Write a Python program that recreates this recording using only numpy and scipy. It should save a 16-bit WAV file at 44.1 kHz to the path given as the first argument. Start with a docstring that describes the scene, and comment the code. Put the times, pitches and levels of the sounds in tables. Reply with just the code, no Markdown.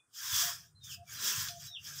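"""A low uneven rumble and quiet outdoor air, both shaped noise, lie under a stiff broom sweeping a paved yard.
Two faint whistles, a chirp's fading echoes, open it; a long stroke of bristle noise follows, and over it come
a bird's falling chirps and a farther one's hollow notes, all gliding tones. Lighter brushing, thin twitters of
other birds, a second long stroke with a brief hum, and a sharp twig knock come next; then more light brushing,
twitters and a second hum. Walls and a shed roof echo them."""
import sys
import numpy as np
from scipy import signal
from scipy.fft import rfft, irfft
from scipy.io import wavfile
from scipy.ndimage import uniform_filter1d

SR = 44100
rng = np.random.default_rng(int(sys.argv[2]) if len(sys.argv) > 2 else 0)


def transcribe(u):
    """Save the signal u as a 16-bit wav file named by the first command-line argument.

    u: samples, shape (n,) or (channels, n), limited to [-1, 1]; the rate is SR.
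    q: integer samples, one column per channel.
    """
    v = np.clip(np.atleast_2d(u).T, -1, 1)
    q = np.round(v * 32767).astype(np.int16)
    wavfile.write(sys.argv[1], SR, q)


N = 88200
T = np.arange(N) / SR

# Spectra below hold pitch_hz, level_db per Hz; only their shape counts, as each noise is set to its own level.
# Level of the rumble over time: start_s, level_db
RUMBLE_LEVEL = [(0, -88), (.2, -83), (.25, -68.5), (.3, -69), (.335, -49), (.4, -65), (.46, -55),
                (.55, -63.5), (.77, -65), (1.0, -55.5), (1.08, -68), (1.14, -57.5), (1.33, -72.5),
                (1.39, -45.5), (1.44, -52), (1.51, -58.5), (1.66, -59), (1.75, -75), (1.82, -61),
                (2.0, -64.5)]
# Spectrum of the rumble: pitch_hz, level_db
RUMBLE_SPECTRUM = [(20, -68), (45, -17), (70, -8.5), (92, 2), (140, 2.5), (200, -14), (260, -29),
                   (500, -34.5), (1000, -78)]
# Spectrum of the outdoor air: pitch_hz, level_db
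AIR_SPECTRUM = [(120, -6), (300, 4), (600, -4.5), (1400, 4.5), (2300, -12), (4000, -20), (9000, 3),
                (15500, -37)]
# Time the yard's echoes take to fall 60 dB: pitch_hz, decay_s
YARD_DECAY = [(200, 0.37), (1000, 0.21), (3000, 0.18), (6000, 0.15), (15000, .15)]
# Brief low hums: start_s, length_s, pitch_hz, level_db, octave_db (upper octave against the hum)
HUMS = [(1.205, 0.148, 203.8, -68, 4), (1.86, 0.15, 146.3, -61.5, -27)]
# Faint thin whistles: two fading echoes of an earlier chirp at the start, then twitters of other birds:
# start_s, length_s, first_hz, last_hz, peak_db
FAINT_WHISTLES = [(-.02, 0.047, 2530, 2410, -72.5), (-.02, 0.041, 3490, 3460, -71.5),
                  (0.746, 0.06, 4100, 4090, -65), (1.059, 0.048, 2390, 2230, -61.5),
                  (1.684, 0.057, 5320, 5550, -55), (1.722, 0.042, 5900, 5590, -56.5)]
# Hollow notes of the far bird and their weak after-pulses:
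# start_s, length_s, pitch_hz, level_db, rise_s, dip_db (in the middle; negative swells)
HOLLOW_NOTES = [(0.416, 0.095, 698.5, -50, 0.026, 7), (0.511, 0.024, 656, -62, 0.015, -3),
                (0.584, 0.099, 693, -79, 0.046, 7), (0.958, 0.092, 696, -55, 0.067, 1.5),
                (1.485, 0.11, 695.6, -55, 0.022, 3.5), (1.589, 0.054, 698, -69.5, 0.0065, 5),
                (1.692, 0.064, 696, -69.5, 0.025, 1)]
# Falling chirps, a sagging whistle and then a louder drop:
# start_s, hold_s, drop_s, top_hz, knee_hz, end_hz, hold_peak_db, drop_peak_db
CHIRPS = [(.25, 0.079, 0.049, 3855, 3420, 3246, -51, -39),
          (0.802, 0.092, 0.04, 3738, 3230, 2576, -55.5, -49),
          (1.157, 0.14, 0.038, 4065, 3585, 2533, -50.5, -44),
          (1.661, .079, 0.039, 3946, 3614, 2696, -51.5, -43.5)]
# Knocks of a twig on the ground: start_s, peak_db
KNOCKS = [(1.4861, -24.5)]
# One table per broom stroke: time_s, hiss_db (bristles), scrape_db (lower scrape)
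STROKES = [
    [(.1, -84, -96), (.125, -72.5, -96), (.145, -51, -72), (.18, -45.5, -59.5), (.24, -40, -50),
     (.31, -36, -49.5), (.345, -30, -45), (.41, -27.5, -42.5), (.5, -36, -45.5), (.58, -53, -61),
     (.66, -64, -77.5), (.71, -76.5, -107)],
    [(.828, -71, -86), (.841, -50.5, -77), (.885, -53, -62.5), (.915, -46, -62), (.945, -45.5, -63),
     (.988, -78, -87)],
    [(1.068, -65, -76), (1.086, -53.5, -64), (1.13, -45.5, -51.5), (1.175, -48, -52), (1.23, -35, -49.5),
     (1.28, -29.5, -43.5), (1.345, -36, -46.5), (1.42, -34, -47), (1.49, -44.5, -50.5),
     (1.53, -51.5, -65.5), (1.58, -58.5, -89)],
    [(1.56, -85, -84), (1.605, -50, -70.5), (1.635, -50.5, -61), (1.665, -46, -59), (1.7, -58.5, -71),
     (1.73, -81, -73.5)],
    [(1.8, -65, -78), (1.83, -59, -66.5), (1.85, -47, -61.5), (1.885, -45, -52), (1.935, -49.5, -59),
     (1.99, -43.5, -56.5), (2.02, -46, -46)],
]
# Spectrum of the bristle hiss, pressed hard: pitch_hz, level_db
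PRESSED_HISS = [(1800, -39), (2300, -13.5), (2900, -8.5), (3350, 1.5), (3750, -7), (4150, -11), (4800, -1),
                (5400, 1), (7200, -2.5), (8500, -7), (10500, -11.5), (12500, -8.5), (14800, -3),
                (15600, -2)]
# Spectrum of the bristle hiss, brushing lightly: pitch_hz, level_db
LIGHT_HISS = [(2000, -60), (2350, -16), (2600, -23), (2900, -15.5), (3350, -3.5), (3750, -11.5),
              (4200, -18.5), (4800, -3), (5400, -2), (7200, -7), (8500, -13), (10500, -17), (12500, -14),
              (14800, -8.5), (15600, -12.5)]
# Spectrum of the scrape, pressed hard: pitch_hz, level_db
PRESSED_SCRAPE = [(150, -43), (400, -25.5), (560, -35.5), (780, -27), (1000, -3), (1200, -4), (1450, -1),
                  (1700, 2.5), (2050, -6.5), (2600, -12.5), (4000, -32)]
# Spectrum of the scrape, brushing lightly: pitch_hz, level_db
LIGHT_SCRAPE = [(150, -24), (400, -19.5), (700, -24), (1000, -16), (1200, -6.5), (1450, 0), (1700, 3),
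                (2000, -8.5), (2600, -6.5), (4000, -19)]
# Dull drag of the broom head when it lies flat: start_s, length_s, level_db
DRAGS = [(1.096, 0.33, -62.5), (1.82, 0.17, -72.5)]
# Spectrum of the drag: pitch_hz, level_db
DRAG_SPECTRUM = [(120, -11), (200, 14.5), (290, 0), (420, -9), (620, 7.5), (900, -11), (1400, -43)]

AIR_DB = -78.5
# Pitch wavers are rms fractions of the pitch; room levels are the echoes against the dry sound.
HUM_WAVER, HUM_RISE_HZ_PER_S, HUM_ROOM_DB = 0.056, 49, -7
WHISTLE_WAVER, WHISTLE_ROOM_DB = 0.009, -5
NOTE_WAVER, NOTE_SAG_HZ_PER_S, NOTE_FALL_S, NOTE_ROOM_DB = 0.006, 78, 0.018, -14.5
HOLD_WAVER, DROP_WAVER, DROP_SWELL_S = 0.003, 0.008, 0.0036
CHIRP_BEND, CHIRP_RISE_S, CHIRP_FALL_S = 1.8, 0.024, 0.0059
CHIRP_ROOM_DB, CHIRP_ECHOES_PER_S = -1, 580  # strong but sparse echoes
KNOCK_BAND_HZ, KNOCK_RING_S, KNOCK_RING_DB, KNOCK_ROOM_DB = (3200, 5900), 0.008, -24, -3
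FLICKS_PER_S, FLICK_SPREAD_DB, FLICK_LIMIT = 3400, 1, 3.5  # limit in multiples of the spread
FLICK_SHARE = 0.55  # part of the friction's power; the rest is fine dust hiss
TWIG_COUNT, TWIG_WIDTH_HZ, TWIG_DB = 90, 220, -6  # level against the friction
FINE_SHARE, FINE_ABOVE_HZ = 0.68, 13200  # the top of the hiss is mostly smooth dust
PATCH_DB, PATCH_HZ, PATCH_S = 3, 450, 0.035
PRESSED_DB, LIGHT_DB = -40.5, -44  # hiss levels that count as fully pressed and fully light
STROKE_EDGE_S, BROOM_ROOM_DB = 0.02, -9
EDGE_HZ = 15650


def amp(db):
    """Turns decibels into gain."""
    return 10 ** (np.asarray(db) / 20)


def unit(x):
    """Scales a sound to rms 1."""
    return x / np.sqrt(np.mean(x ** 2) + 1e-20)


def read(points, hz):
    """Reads a curve between its points on a log-frequency axis."""
    point_hz, value = np.transpose(points)
    return np.interp(np.log(hz + 1), np.log(point_hz), value)


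def colour(x, points):
    """Filters a sound by a spectrum."""
    hz = np.fft.rfftfreq(len(x), 1 / SR)
    return irfft(rfft(x) * amp(read(points, hz)), len(x))


def add(mix, start_s, sound):
    """Lays a sound into the mix, cutting whatever falls outside it."""
    at = round(start_s * SR)
    sound = sound[max(-at, 0):]
    part = mix[max(at, 0):][:len(sound)]
    part += sound[:len(part)]


def gate(t, length, rise, fall):
    """Smooth attack, hold and release."""
    ramp = np.minimum(t / rise, (length - t) / fall)
    return np.sin(np.pi / 2 * np.clip(ramp, 0, 1)) ** 2


def waver(size, order):
    """Random wobble smoothed over order samples, rms 1 over the whole scene."""
    return unit(uniform_filter1d(rng.standard_normal(N), order))[:size]


def glide(hz):
    """Running phase of a tone whose pitch changes."""
    return 2 * np.pi * np.cumsum(hz) / SR


def yard(x, room_db, echoes_per_s=2500):
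    """The dry sound plus scattered echoes from walls and roof, decaying at a rate set by pitch."""
    size = SR // 2
    hits = rng.random(size) < echoes_per_s / SR
    late = np.arange(size) > 0.004 * SR
    echoes = rng.standard_normal(size) * hits * late
    hz, t, bands = signal.stft(echoes, SR, nperseg=256)
    decay = amp(-60 * t / read(YARD_DECAY, hz)[:, None])
    tail = signal.istft(bands * decay, SR, nperseg=256)[1]
    tail *= amp(room_db) / np.linalg.norm(tail)
    tail[0] += 1  # the direct sound
    return signal.fftconvolve(x, tail)


def background():
    """Uneven low rumble and quiet outdoor air, two shaped noises."""
    rumble = unit(colour(rng.standard_normal(N), RUMBLE_SPECTRUM))
    rumble *= amp(np.interp(T, *np.transpose(RUMBLE_LEVEL)))
    air = amp(AIR_DB) * unit(colour(rng.standard_normal(N), AIR_SPECTRUM))
    return rumble + air


def hum(length, pitch_hz, level_db, octave_db):
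    """A brief hum, wavering and rising, with its upper octave."""
    t = np.arange(0, length, 1 / SR)
    hz = pitch_hz * (1 + HUM_WAVER * waver(len(t), order=400))
    phase = glide(hz + HUM_RISE_HZ_PER_S * (t - length / 2))
    tone = np.sin(phase) + amp(octave_db) * np.sin(2 * phase)
    level = np.sqrt(2) * amp(level_db) * gate(t, length, rise=0.027, fall=0.041)
    return yard(level * tone, HUM_ROOM_DB)


def faint_whistle(length, first_hz, last_hz, peak_db):
    """A short unsteady whistle gliding from one pitch to another."""
    t = np.arange(0, length, 1 / SR)
    hz = first_hz + (last_hz - first_hz) * t / length
    hz *= 1 + WHISTLE_WAVER * waver(len(t), order=60)
    level = amp(peak_db) * gate(t, length, rise=0.017, fall=0.016)
    return yard(level * np.sin(glide(hz)), WHISTLE_ROOM_DB)


def hollow_note(length, pitch_hz, level_db, rise, dip_db):
    """A nearly pure, slightly sagging note that swells, may dip in the middle, and fades."""
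    t = np.arange(0, length, 1 / SR)
    hz = pitch_hz * (1 + NOTE_WAVER * waver(len(t), order=700))
    phase = glide(hz - NOTE_SAG_HZ_PER_S * (t - length / 2))
    level = amp(level_db - dip_db * np.sin(np.pi * t / length) ** 12)
    level *= np.sqrt(2) * gate(t, length, rise, NOTE_FALL_S)
    return yard(level * np.sin(phase), NOTE_ROOM_DB)


def chirp(hold, drop, top_hz, knee_hz, end_hz, hold_db, drop_db):
    """A clean whistle swells and sags slowly, then plunges, louder, and levels out."""
    t = np.arange(0, hold + drop, 1 / SR)
    sag = np.minimum(t / hold, 1) ** CHIRP_BEND
    plunge = np.sin(np.pi / 2 * np.clip((t - hold) / drop, 0, 1)) ** 2
    hz = top_hz + (knee_hz - top_hz) * sag + (end_hz - knee_hz) * plunge
    force = np.clip((t - hold) / DROP_SWELL_S + 0.5, 0, 1)  # 0 in the hold, 1 in the drop
    depth = HOLD_WAVER + force * (DROP_WAVER - HOLD_WAVER)
    hz *= 1 + depth * waver(len(t), order=90)
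    level = amp(hold_db + (drop_db - hold_db) * force)
    level *= gate(t, hold + drop, CHIRP_RISE_S, CHIRP_FALL_S)
    return yard(level * np.sin(glide(hz)), CHIRP_ROOM_DB, CHIRP_ECHOES_PER_S)


def knock(peak_db):
    """A hard tick and a faint decaying rattle, held to one band, and their echoes."""
    t = np.arange(2048) / SR
    blow = rng.standard_normal(len(t)) * amp(KNOCK_RING_DB) * np.exp(-t / KNOCK_RING_S)
    blow[0] += 1
    band = signal.butter(2, KNOCK_BAND_HZ, "bandpass", fs=SR, output="sos")
    tick = signal.sosfilt(band, blow)
    return yard(amp(peak_db) * tick / abs(tick).max(), KNOCK_ROOM_DB)


def flicks(rate):
    """Random slips of bristle tips as single clicks, a few somewhat stronger than the rest."""
    strength = np.minimum(rng.exponential(1, N), FLICK_LIMIT)
    clicks = rng.choice([-1, 1], N) * (rng.random(N) < rate / SR)
    return unit(amp(FLICK_SPREAD_DB * strength) * clicks)


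def friction():
    """Bristle slips over the fine hiss of dust."""
    dust = rng.standard_normal(N)
    return np.sqrt(FLICK_SHARE) * flicks(FLICKS_PER_S) + np.sqrt(1 - FLICK_SHARE) * dust


def twigs(count):
    """Single twigs ring briefly, each at its own pitch, as they are flicked."""
    t = np.arange(2048) / SR
    decay = np.exp(-np.pi * TWIG_WIDTH_HZ * t)
    total = np.zeros(N)
    for hz in rng.uniform(988, 8002, count):
        ring = decay * np.sin(2 * np.pi * hz * t)
        total += signal.oaconvolve(flicks(FLICKS_PER_S / count), ring)[:N]
    return unit(total)


def soften(x):
    """Blends smooth dust hiss into the top of the friction."""
    hz = np.fft.rfftfreq(N, 1 / SR)
    share = FINE_SHARE / (1 + np.exp((FINE_ABOVE_HZ - hz) / 500))
    dust = rfft(rng.standard_normal(N))
    return irfft(np.sqrt(1 - share) * rfft(unit(x)) + np.sqrt(share) * dust, N)


def patchy(x):
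    """Tufts of bristles catch and let go: narrow bands swell and fade at random."""
    bands = signal.stft(x, nperseg=512, noverlap=384)[2]
    field = rng.standard_normal(bands.shape)
    field = uniform_filter1d(field, round(PATCH_HZ * 512 / SR), axis=0)
    field = uniform_filter1d(field, round(PATCH_S * SR / 128), axis=1)
    return signal.istft(bands * amp(PATCH_DB * unit(field)), nperseg=512, noverlap=384)[1][:N]


def stroke_gains(stroke):
    """Gains of hiss and scrape; they die away quickly outside the stroke."""
    time_s, *levels = np.transpose(stroke)
    outside = np.maximum(time_s[0] - T, 0) + np.maximum(T - time_s[-1], 0)
    gains = np.array([amp(np.interp(T, time_s, db)) for db in levels])
    return gains * np.exp(-outside / STROKE_EDGE_S)


def press_colour(x, press, pressed, light):
    """Crossfades a patchy light-brushing colour into the pressed one."""
    hard = unit(colour(x, pressed))
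    soft = unit(colour(patchy(x), light))
    return press * hard + (1 - press) * soft


def drags():
    """Dull friction noise that swells and fades as the broom head lies flat."""
    level = sum(amp(db) * gate(T - s, length, length / 2, length / 2) for s, length, db in DRAGS)
    return level * unit(colour(friction(), DRAG_SPECTRUM))


def broom():
    """Friction under each stroke; its colour fills out as the broom is pressed."""
    hiss, scrape = sum(stroke_gains(stroke) for stroke in STROKES)
    press = np.clip((20 * np.log10(hiss) - LIGHT_DB) / (PRESSED_DB - LIGHT_DB), 0, 1)
    tips = soften(friction() + amp(TWIG_DB) * twigs(TWIG_COUNT))
    bristles = press_colour(tips, press, PRESSED_HISS, LIGHT_HISS)
    ground = press_colour(friction(), press, PRESSED_SCRAPE, LIGHT_SCRAPE)
    return yard(hiss * bristles + scrape * ground + drags(), BROOM_ROOM_DB)[:N]


def scene():
    """Everything is heard from one point, alike in both ears."""
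    mix = background() + broom()
    sources = [(hum, HUMS), (faint_whistle, FAINT_WHISTLES), (hollow_note, HOLLOW_NOTES),
               (chirp, CHIRPS), (knock, KNOCKS)]
    for source, table in sources:
        for start_s, *settings in table:
            add(mix, start_s, source(*settings))
    return np.array([mix, mix])


def record(dry):
    """A steep low-pass takes away the extreme treble."""
    lowpass = signal.firwin(1023, EDGE_HZ, window=("kaiser", 9), fs=SR)
    return signal.oaconvolve(dry, lowpass[None], "same")


dry = scene()
out = record(dry)
transcribe(out)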